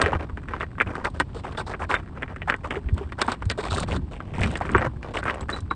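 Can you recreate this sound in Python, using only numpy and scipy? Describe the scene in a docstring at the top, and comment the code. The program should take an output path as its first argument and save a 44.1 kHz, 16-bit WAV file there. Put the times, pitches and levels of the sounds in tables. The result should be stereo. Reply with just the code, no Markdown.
"""A heavy steel anchor chain rattles and clacks, hauled hand over hand and laid in rows on a boat deck.
Links knock dully on the pile, scrape as they slide, and ring only when they hang free.
The hollow fibreglass deck booms and grumbles under feet and chain; the marina rumbles behind."""
import sys
import numpy as np
from scipy.fft import rfft, irfft, next_fast_len
from scipy.io import wavfile
from scipy.ndimage import uniform_filter1d, minimum_filter1d, map_coordinates

SR = 44100
rng = np.random.default_rng(int(sys.argv[2]) if len(sys.argv) > 2 else 0)


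def inscribe(sig):
    """Save sig as 16-bit PCM at rate SR to the path in sys.argv[1].

    A 1-D sig is mono; a 2-D sig holds one channel per row.
    Samples are clipped to [-1, 1] before scaling.
    """
    pcm = np.round(np.clip(np.atleast_2d(sig).T, -1, 1) * 32767)
    wavfile.write(sys.argv[1], SR, pcm.astype(np.int16))


N = 253575
KNOCK_REF_DB = -22.5  # lighter contacts sound more of the deck, harder ones more of the link
MODE_GAIN, MODE_Q = 0.93, 70


def amp(db):
    """Decibels to gain."""
    return 10 ** (np.asarray(db) / 20)


def unit(x):
    """Scale each row to rms 1."""
    return x / np.sqrt(np.mean(np.abs(x) ** 2, axis=-1, keepdims=True) + 1e-20)


def spectrum_db(points, hz):
    """Interpolate (Hz, dB) points on a log frequency axis."""
    point_hz, db = np.transpose(points)
    return np.interp(np.log(hz + 1), np.log(point_hz + 1), db)


def wobble(rate_hz):
    """Smooth random curve, rate_hz knots a second."""
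    knots = rng.standard_normal(int(N * rate_hz / SR) + 4)
    return map_coordinates(knots, [np.arange(N) * rate_hz / SR])


def movement(t, start, end, rise_db_per_s=1000, fall_db_per_s=900):
    """Envelope that gathers before start and settles after end."""
    return amp(-rise_db_per_s * np.maximum(start - t, 0) - fall_db_per_s * np.maximum(t - end, 0))


def filtered(x, response):
    """Apply a frequency response to x."""
    size = next_fast_len(N + SR // 2)
    return irfft(rfft(x, size) * response(np.fft.rfftfreq(size, 1 / SR)), size)[..., :N]


def resonance(hz, centre_hz, q):
    """Causal response of one damped mode."""
    damping = 1j * hz * centre_hz / q
    return damping / (centre_hz ** 2 - hz ** 2 + damping)


def minimum_phase(points, hz):
    """Causal response through (Hz, dB) points."""
    cepstrum = irfft(np.log(amp(spectrum_db(points, hz))))
    half = len(cepstrum) // 2
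    cepstrum[1:half] *= 2
    cepstrum[half + 1:] = 0
    return np.exp(rfft(cepstrum))


def stereo_noise(points, side_db):
    """Noise of rms 1, shaped by (Hz, dB) points."""
    mid, side = filtered(rng.standard_normal((2, N)), lambda hz: amp(spectrum_db(points, hz)))
    return unit(np.array([mid + amp(side_db) * side, mid - amp(side_db) * side]))


def placed(times, sounds):
    """Sum one short sound per time into a track."""
    index = np.round(np.maximum(times, 0) * SR).astype(int)[:, None] + np.arange(sounds.shape[-1])
    return np.bincount(index.ravel(), sounds.ravel(), N)[:N]


def tones(times, hz, db, t60_s, attack_s, size=16384):
    """Damped modes with a soft start."""
    t = np.arange(size) / SR
    envelope = (1 - np.exp(-t / attack_s)) * amp(-60 * t / t60_s[:, None])
    envelope /= envelope.max(axis=1, keepdims=True)
    return placed(times, amp(db)[:, None] * envelope * np.sin(2 * np.pi * hz[:, None] * t))


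# Position of the moving chain. Each row: time in seconds, lead of the left channel in ms.
CHAIN_PATH = [(0, -0.1), (.5, -0.037), (1.2, 0.24), (1.6, 0.24), (1.85, .067), (2.55, 0.086), (2.72, 0.29),
              (3.3, 0.24), (4.52, 0.33), (4.62, 0.04), (5.0, 0.16), (5.16, 0.32), (5.28, 0.03),
              (5.75, 0.22)]


def left_lead_ms(times):
    """The nearer side hears the chain earlier."""
    return np.interp(times, *np.transpose(CHAIN_PATH))


def strikes(times, gains, colour, scatter_db, scatter_t60_s, size=1024):
    """Sharp blows, each passed on through neighbouring links as its own short scatter."""
    t, hz = np.arange(size) / SR, np.fft.rfftfreq(size, 1 / SR)
    noise = rng.standard_normal((len(times), 2, size))
    scatter = unit(noise * amp(-60 * t / scatter_t60_s)) / np.sqrt(size)
    blow = (1 + amp(scatter_db) * rfft(scatter)) / np.hypot(1, amp(scatter_db))
    # bending waves in the deck carry the treble first: a downward chirp
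    travel_s = 0.001  # at 1 kHz
    chirp = np.exp(-4j * np.pi * travel_s * np.sqrt(hz * 1000))
    body = gains[:, None] * colour(hz) * chirp
    lead_ms = (left_lead_ms(times) + rng.normal(0, 0.042, len(times)))[:, None]
    pan_db = 11 * lead_ms - 2.5
    ears = [amp(sign * pan_db / 2) * np.exp(sign * 1j * np.pi * hz * lead_ms / 1000) for sign in (1, -1)]
    return np.array([placed(times - travel_s, irfft(blow[:, c] * body * ear))
                     for c, ear in enumerate(ears)])


# Short modes of the damped links and the deck under them, in Hz.
PILE_MODES_HZ = [390, 760, 1010, 1110, 1550, 1890, 2370, 2930, 3110, 3410, 3654, 3966, 4430, 5174, 5728,
                 7180, 8070]
# Treble of steel on steel. Each row: frequency in Hz, relative level in dB.
STEEL_SPECTRUM = [(1500, -57), (2500, -4), (3100, -3.5), (3700, 4), (4400, 0.5), (5200, -5.5),
                  (6200, -11.5), (7200, -9), (8500, -5.5), (10100, -24), (11500, -55)]


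def link_colour(hz, pitch_hz, knock_db, tick_db, q, deck_hz):
    """A link damped by the pile: a short clack, the deck's knock below, a steel tick above."""
    modes = np.array([resonance(hz, mode_hz, MODE_Q) for mode_hz in PILE_MODES_HZ])
    # every contact excites the modes at new strengths
    ring = 1 + MODE_GAIN * rng.standard_normal((len(pitch_hz), len(modes))) @ modes
    clack = unit(ring * resonance(hz, pitch_hz[:, None], q) ** 3 / (1 + (hz / 3500) ** 8))
    knock = unit(ring * resonance(hz, deck_hz, q=0.57) ** 2)
    tick = unit(ring * minimum_phase(STEEL_SPECTRUM, hz))
    return clack + amp(knock_db[:, None]) * knock + amp(tick_db[:, None]) * tick


# Each row: start in seconds, end in seconds, level in dB, treble in dB re that level.
CHAIN_SLIDES = [(0, 0.039, -24.5, -37.5), (0.039, 0.161, -35.5, -38.5), (0.199, 0.241, -43.5, -42.5),
                (0.486, 0.583, -49.5, -32), (0.605, 0.637, -40.5, -14.5), (.868, 0.936, -37.5, -27),
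                (0.953, 1.025, -40, -28.5), (1.048, 1.074, -23.5, -21.5), (1.147, 1.175, -44.5, -11.5),
                (1.35, 1.398, -42.5, -8), (1.444, 1.474, -32.5, -23), (1.482, 1.529, -42, -16),
                (1.58, 1.61, -27.5, -13), (1.672, 1.73, -35.5, -12.5), (1.801, 1.844, -31.5, -19),
                (1.9, 1.929, -23, -17), (1.941, 1.999, -45, -15), (2.152, 2.234, -52.5, -27),
                (2.293, 2.329, -48.5, -31), (2.482, 2.494, -24, -24), (2.643, 2.676, -35.5, -18.5),
                (2.709, 2.784, -34.5, -22), (2.97, 3.04, -44, -21), (3.189, 3.215, -27.5, -22),
                (3.238, 3.261, -36, -18), (3.281, 3.343, -29.5, -16), (3.584, 3.609, -29.5, -13),
                (3.635, 3.684, -31, -11.5), (3.707, 3.836, -29, -8.5), (3.883, 3.969, -30, -14.5),
                (4.119, 4.168, -41.5, -14), (4.213, 4.334, -52, -23), (4.342, 4.415, -32.5, -19),
                (4.414, 4.479, -28.5, -14.5), (4.494, 4.581, -37.5, -11.5), (4.606, 4.74, -39, -14.5),
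                (4.767, 4.868, -30, -39), (5.043, 5.12, -47.5, -37), (5.144, 5.197, -28, -16),
                (5.254, 5.319, -30, -20), (5.314, 5.432, -42.5, -34), (5.492, 5.587, -37, -12.5)]


def rattle(count=34, lead_s=0.008, tail_s=0.012, spread_db=6.5, fade_db=3.5, on_deck_db=-24):
    """A length of chain shifts: a fading shower of unequal contacts, denser in a quick jerk."""
    contacts = []
    for start, end, db, tick_db in CHAIN_SLIDES:
        length_s = end - start + lead_s + tail_s
        times = start - lead_s + length_s * (np.arange(count) + rng.random(count)) / count
        size_db = spread_db * np.clip(rng.standard_normal(count), -2, 1.2)
        sizes = unit(amp(size_db - fade_db * (times - start) / length_s))
        gains = amp(db) * sizes * movement(times, start, end) * np.sqrt(SR * length_s / count)
        dullness_db = max(on_deck_db - tick_db, 0)  # a dull slide lies on the deck and knocks more
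        knock_db = -6 - 0.42 * (db - KNOCK_REF_DB) + 0.39 * dullness_db
        contacts.append(np.broadcast_arrays(times, gains, knock_db, tick_db))
    times, gains, knock_db, tick_db = np.concatenate(contacts, axis=1)
    pitch_hz = 1226 * np.exp(0.33 * rng.standard_normal(len(times)))
    colour = lambda hz: link_colour(hz, pitch_hz, knock_db, tick_db, q=1.81, deck_hz=450)
    return strikes(times, gains, colour, scatter_db=-3, scatter_t60_s=0.025)


def scrape(share_db=-5, catch_db=2.5, lurch_db=8.5):
    """Rough galvanised steel hisses in each slide, catching on its grain, lurching link by link."""
    t = np.arange(N) / SR
    coarse_t = t[::64]
    rubs = [amp(db + tick_db) * movement(coarse_t, start, end) for start, end, db, tick_db in CHAIN_SLIDES]
    envelope = np.interp(t, coarse_t, np.max(rubs, axis=0))
    roughness = unit(amp(catch_db * wobble(220) + lurch_db * wobble(55)))
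    modes = lambda hz: 1 + MODE_GAIN * sum(resonance(hz, mode_hz, MODE_Q) for mode_hz in PILE_MODES_HZ)
    steel = unit(filtered(stereo_noise(STEEL_SPECTRUM, side_db=-5.5), modes))
    hiss = amp(share_db) * envelope * roughness * steel
    lead_s = left_lead_ms(t) / 1000
    return np.array([np.interp(t + sign * lead_s / 2, t, ear) for sign, ear in zip((1, -1), hiss)])


def settling(count=520, loudest_db=-22, range_db=13):
    """The pile never quite rests: single links slip faintly into place."""
    when, softness, pitch = rng.random((count, 3)).T
    pitch_hz = 750 + 800 * pitch
    knock_db, tick_db = np.full(count, -4), np.full(count, -19)
    gains = amp(loudest_db - range_db * softness)
    colour = lambda hz: link_colour(hz, pitch_hz, knock_db, tick_db, q=1.0, deck_hz=440)
    return strikes(when * N / SR, gains, colour, scatter_db=-1, scatter_t60_s=0.028)


# Each row: frequency in Hz, relative noise density in dB.
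MARINA_SPECTRUM = [(15, -32), (25, -7.5), (53, 5.5), (76, 8), (192, -15), (625, -23.5), (1110, -27),
                   (1230, -34), (3120, -41.5), (4550, -45), (6470, -56.5), (8330, -48), (10200, -69.5),
                   (13200, -91), (22000, -120)]


def marina(level_db=-37, wander_db=1.3):
    """Far engines and town: a low, slowly wandering rumble."""
    return amp(level_db + wander_db * wobble(4)) * stereo_noise(MARINA_SPECTRUM, side_db=-6)


# Each row: frequency in Hz, relative noise density in dB.
HULL_SPECTRUM = [(30, -8), (70, 3.5), (130, 0), (250, -5.5), (380, -13), (700, -58), (2000, -78.5),
                 (5000, -110)]
# Each row: time of the crest in seconds, rumble level in dB.
WEIGHT_SHIFTS = [(.13, -30.5), (.9, -34.5), (2.959, -28.5), (3.8, -27.5), (3.97, -23.5), (4.45, -20.5),
                 (4.761, -20.5)]


def hull_grumble(footing_db=-39.5):
    """The hull rumbles under balancing feet and swells as weight shifts."""
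    t = np.arange(N) / SR
    load = sum(amp(db) * movement(t, crest_s, crest_s, rise_db_per_s=144.5, fall_db_per_s=162)
               for crest_s, db in WEIGHT_SHIFTS)
    return np.hypot(load, amp(footing_db)) * stereo_noise(HULL_SPECTRUM, side_db=-9)


# Each row: start in seconds, level in dB, pitch in Hz, relative steel tick in dB.
LINK_CLACKS = [(0.0172, -13.5, 1170, -0.5), (0.061, -15.5, 1290, -14), (.131, -15.5, 960, -51),
               (.151, -26, 1170, -42), (0.1972, -37, 1250, -16), (0.297, -38.5, 1110, -18),
               (0.374, -32.5, 1070, -19), (0.4858, -30, 1560, -20), (0.509, -42, 1320, -31),
               (0.5363, -21, 963, -42), (0.5646, -37, 1370, -37), (0.6078, -20.5, 1570, -49),
               (.6309, -24, 1240, -43), (.783, -28, 1280, -24), (.802, -14, 1640, -48),
               (0.8104, -11, 1730, -43), (0.8178, -19, 1720, -15), (.863, -43, 1360, -34),
               (0.954, -24, 1290, -12.5), (1.0487, -24, 1400, -4.5), (1.2004, -12, 1340, -7.5),
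               (1.206, -11.5, 1130, -18), (1.5495, -31, 1180, -35), (1.738, -25.5, 1480, -37),
               (1.744, -27.5, 1480, -36), (1.821, -31, 1660, -21), (1.9415, -13.5, 1780, -12),
               (1.9508, -20, 1610, -14), (1.965, -28, 1560, -26), (2.1743, -37, 1320, -32),
               (2.2236, -29, 1480, -15), (2.2312, -23, 1400, -37), (2.28, -39.5, 1400, -26),
               (2.362, -31, 1420, -15), (2.4194, -27.5, 1610, -27), (2.499, -13, 1380, -12.5),
               (2.5225, -16.5, 1330, -38), (2.5415, -20.5, 1330, -31), (2.6466, -21.5, 990, -43),
               (2.7078, -18, 1570, -17), (2.757, -23.5, 1600, -45), (2.888, -32, 1700, -32),
               (2.98, -29.5, 1390, -10), (3.122, -27, 1460, -13), (3.2165, -5, 1380, -6),
               (3.2828, -12.5, 1155, -36), (3.319, -23, 1570, 1), (3.423, -25, 1350, -18),
               (3.5006, -15.5, 1540, -4.5), (3.5134, -21, 1560, -3), (4.2038, -29, 1410, -42),
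               (4.4347, -14, 1530, -8), (4.5554, -19, 1970, -14), (4.6108, -18.5, 900, -45),
               (4.653, -28, 1180, -27), (4.6926, -25, 1360, -47), (4.749, -3.5, 1080, -52),
               (4.7813, -18, 1308, -33), (4.826, -26, 960, -29), (4.862, -33, 1190, -39),
               (5.0296, -32, 1750, -8), (5.046, -34, 1050, -43), (5.0728, -41, 1130, -36),
               (5.1712, -16.5, 1480, -15), (5.2298, -23, 1450, -24), (5.2806, -17.5, 1410, -39),
               (5.2982, -20.5, 1550, -23), (5.493, -18, 1200, -33), (5.711, -11.5, 1125, -35)]
# One neighbour takes up the slack, two follow. Each row: nominal delay in seconds, level offset in dB.
JOSTLED_LINKS = [(-.005, -23), (.004, -6.5), (.009, -11)]


def clacks(spread=0.5, give_db_per_db=0.12, tick_offset_db=-5.5):
    """Single links drop on the pile or snap taut; each jostles its quieter neighbours."""
    start_s, db, pitch_hz, tick_db = np.transpose(LINK_CLACKS)[:, :, None]
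    struck_link = (0.00015, 0.0032)  # delay in seconds, offset in dB
    delay_s, offset_db = np.transpose([struck_link] + JOSTLED_LINKS)
    draws = rng.uniform(-0.5, 0.5, (len(LINK_CLACKS), 2, len(delay_s)))
    timing, tuning = np.exp(spread * draws).swapaxes(0, 1)
    times = (start_s + delay_s * timing).ravel()
    pitch_hz = (pitch_hz * tuning).ravel()
    db = (db + offset_db - give_db_per_db * (db - KNOCK_REF_DB)).ravel()
    tick_db = np.repeat(tick_db + tick_offset_db, len(delay_s))
    knock_db = -8 - 0.32 * (db - KNOCK_REF_DB)
    gains = amp(db) * np.sqrt(0.004 * SR)  # energy of 4 ms at this level
    colour = lambda hz: link_colour(hz, pitch_hz, knock_db, tick_db, q=1.147, deck_hz=380)
    return strikes(times, gains, colour, scatter_db=-4, scatter_t60_s=0.02)


# Each row: frequency in Hz, relative level in dB.
GLANCE_SPECTRUM = [(1500, -27), (3500, 7.5), (6000, -4), (8300, 7.5), (10000, -8), (11500, -53)]
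# Each row: start in seconds, relative level in dB.
LINK_TICKS = [(0.0253, -21), (1.1016, -38), (1.198, -30), (2.564, -39), (2.944, -36), (3.265, -29.5),
              (3.455, -29.5), (3.7488, -17), (3.802, -14.5), (4.408, -25), (4.515, -27.5), (4.5735, -22.5),
              (4.7166, -27), (5.239, -29.5), (5.3458, -31), (5.409, -23), (5.5008, -23), (5.606, -29.5)]


def link_ticks(gain_db=9):
    """Hanging links glance off each other with a bright tick."""
    times, db = np.transpose(LINK_TICKS)
    colour = lambda hz: unit(minimum_phase(GLANCE_SPECTRUM, hz))
    return strikes(times, amp(db + gain_db), colour, scatter_db=12.5, scatter_t60_s=0.026)


# Each row: start in seconds, peak in dB before panning, panel pitch in Hz.
PANEL_THUMPS = [(0.037, -20.5, 82), (.063, -20, 430), (.083, -22, 547), (0.154, -19.5, 80), (.331, -23, 70),
                (.866, -24, 89), (1.202, -25.5, 290), (1.358, -31.5, 470), (2.767, -23.5, 408),
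                (2.857, -20.5, 57), (2.926, -10.5, 81.3), (3.01, -25.5, 398), (3.281, -26.5, 243),
                (3.463, -15, 97), (3.587, -22, 425), (3.719, -18.5, 86), (3.769, -27, 400),
                (3.898, -40, 292), (3.978, -30.5, 268), (4.029, -25, 61), (4.409, -16.5, 66),
                (4.436, -22.5, 232), (4.713, -27, 61), (4.75, -14, 378), (4.867, -21, 127),
                (4.963, -24.5, 86), (5.419, -24, 80.7), (5.628, -25.5, 86)]


def deck_booms(ref_hz=80, ref_t60_s=0.098, pan_db_per_octave=4.7):
    """Weight lands on hollow deck panels; the small, high ones die sooner and lie to the right."""
    times, db, hz = np.transpose(PANEL_THUMPS)
    t60_s = ref_t60_s * (ref_hz / hz) ** 0.32
    pan_db = pan_db_per_octave * np.log2(hz / ref_hz)
    return np.array([tones(times, hz, db + sign * pan_db / 2, t60_s, attack_s=0.003) for sign in (-1, 1)])


# Each row: start in seconds, pitch in Hz, nominal peak in dB, T60 in seconds.
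RINGS_AND_CRACKS = [(1.575, 3520, -34, 0.036), (1.945, 3590, -38.5, 0.092), (3.217, 5270, -14.5, 0.0045),
                    (3.4991, 5040, -14.5, 0.0024), (3.752, 8300, -39, 0.062), (4.776, 7880, -42, .07),
                    (5.411, 7800, -50, 0.078), (5.527, 3950, -30, .12), (5.703, 3890, -41, 0.12)]


def rings_and_cracks(shake_db=4.4, flutter_s=0.00002):
    """Brief fluttering rings of free links, and the sharp bright crack of two hard clacks."""
    t = np.arange(N) / SR
    steel = tones(*np.transpose(RINGS_AND_CRACKS), attack_s=0.002)
    # in the longer rings, brushing a neighbour shakes the link's level and pitch
    shake = amp(shake_db * wobble(220))
    fluttered = np.interp(t + flutter_s * wobble(350), t, steel)
    return shake * fluttered * amp([[-0.3], [0.3]])


def scene():
    """Chain, deck and marina in stereo."""
    chain = clacks() + rattle() + settling() + scrape() + link_ticks() + rings_and_cracks()
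    return chain + deck_booms() + hull_grumble() + marina()


def record(dry):
    """A limiter ducks the hardest clacks; a steep low-pass follows."""
    ceiling, window_samples, cutoff_hz = 0.9, 133, 10300
    needed = ceiling / np.maximum(np.abs(dry).max(axis=0), ceiling)
    gain = uniform_filter1d(minimum_filter1d(needed, window_samples), window_samples)
    return filtered(dry * gain, lambda hz: 1 / np.sqrt(1 + (hz / cutoff_hz) ** 40))


dry = scene()
out = record(dry)
inscribe(out)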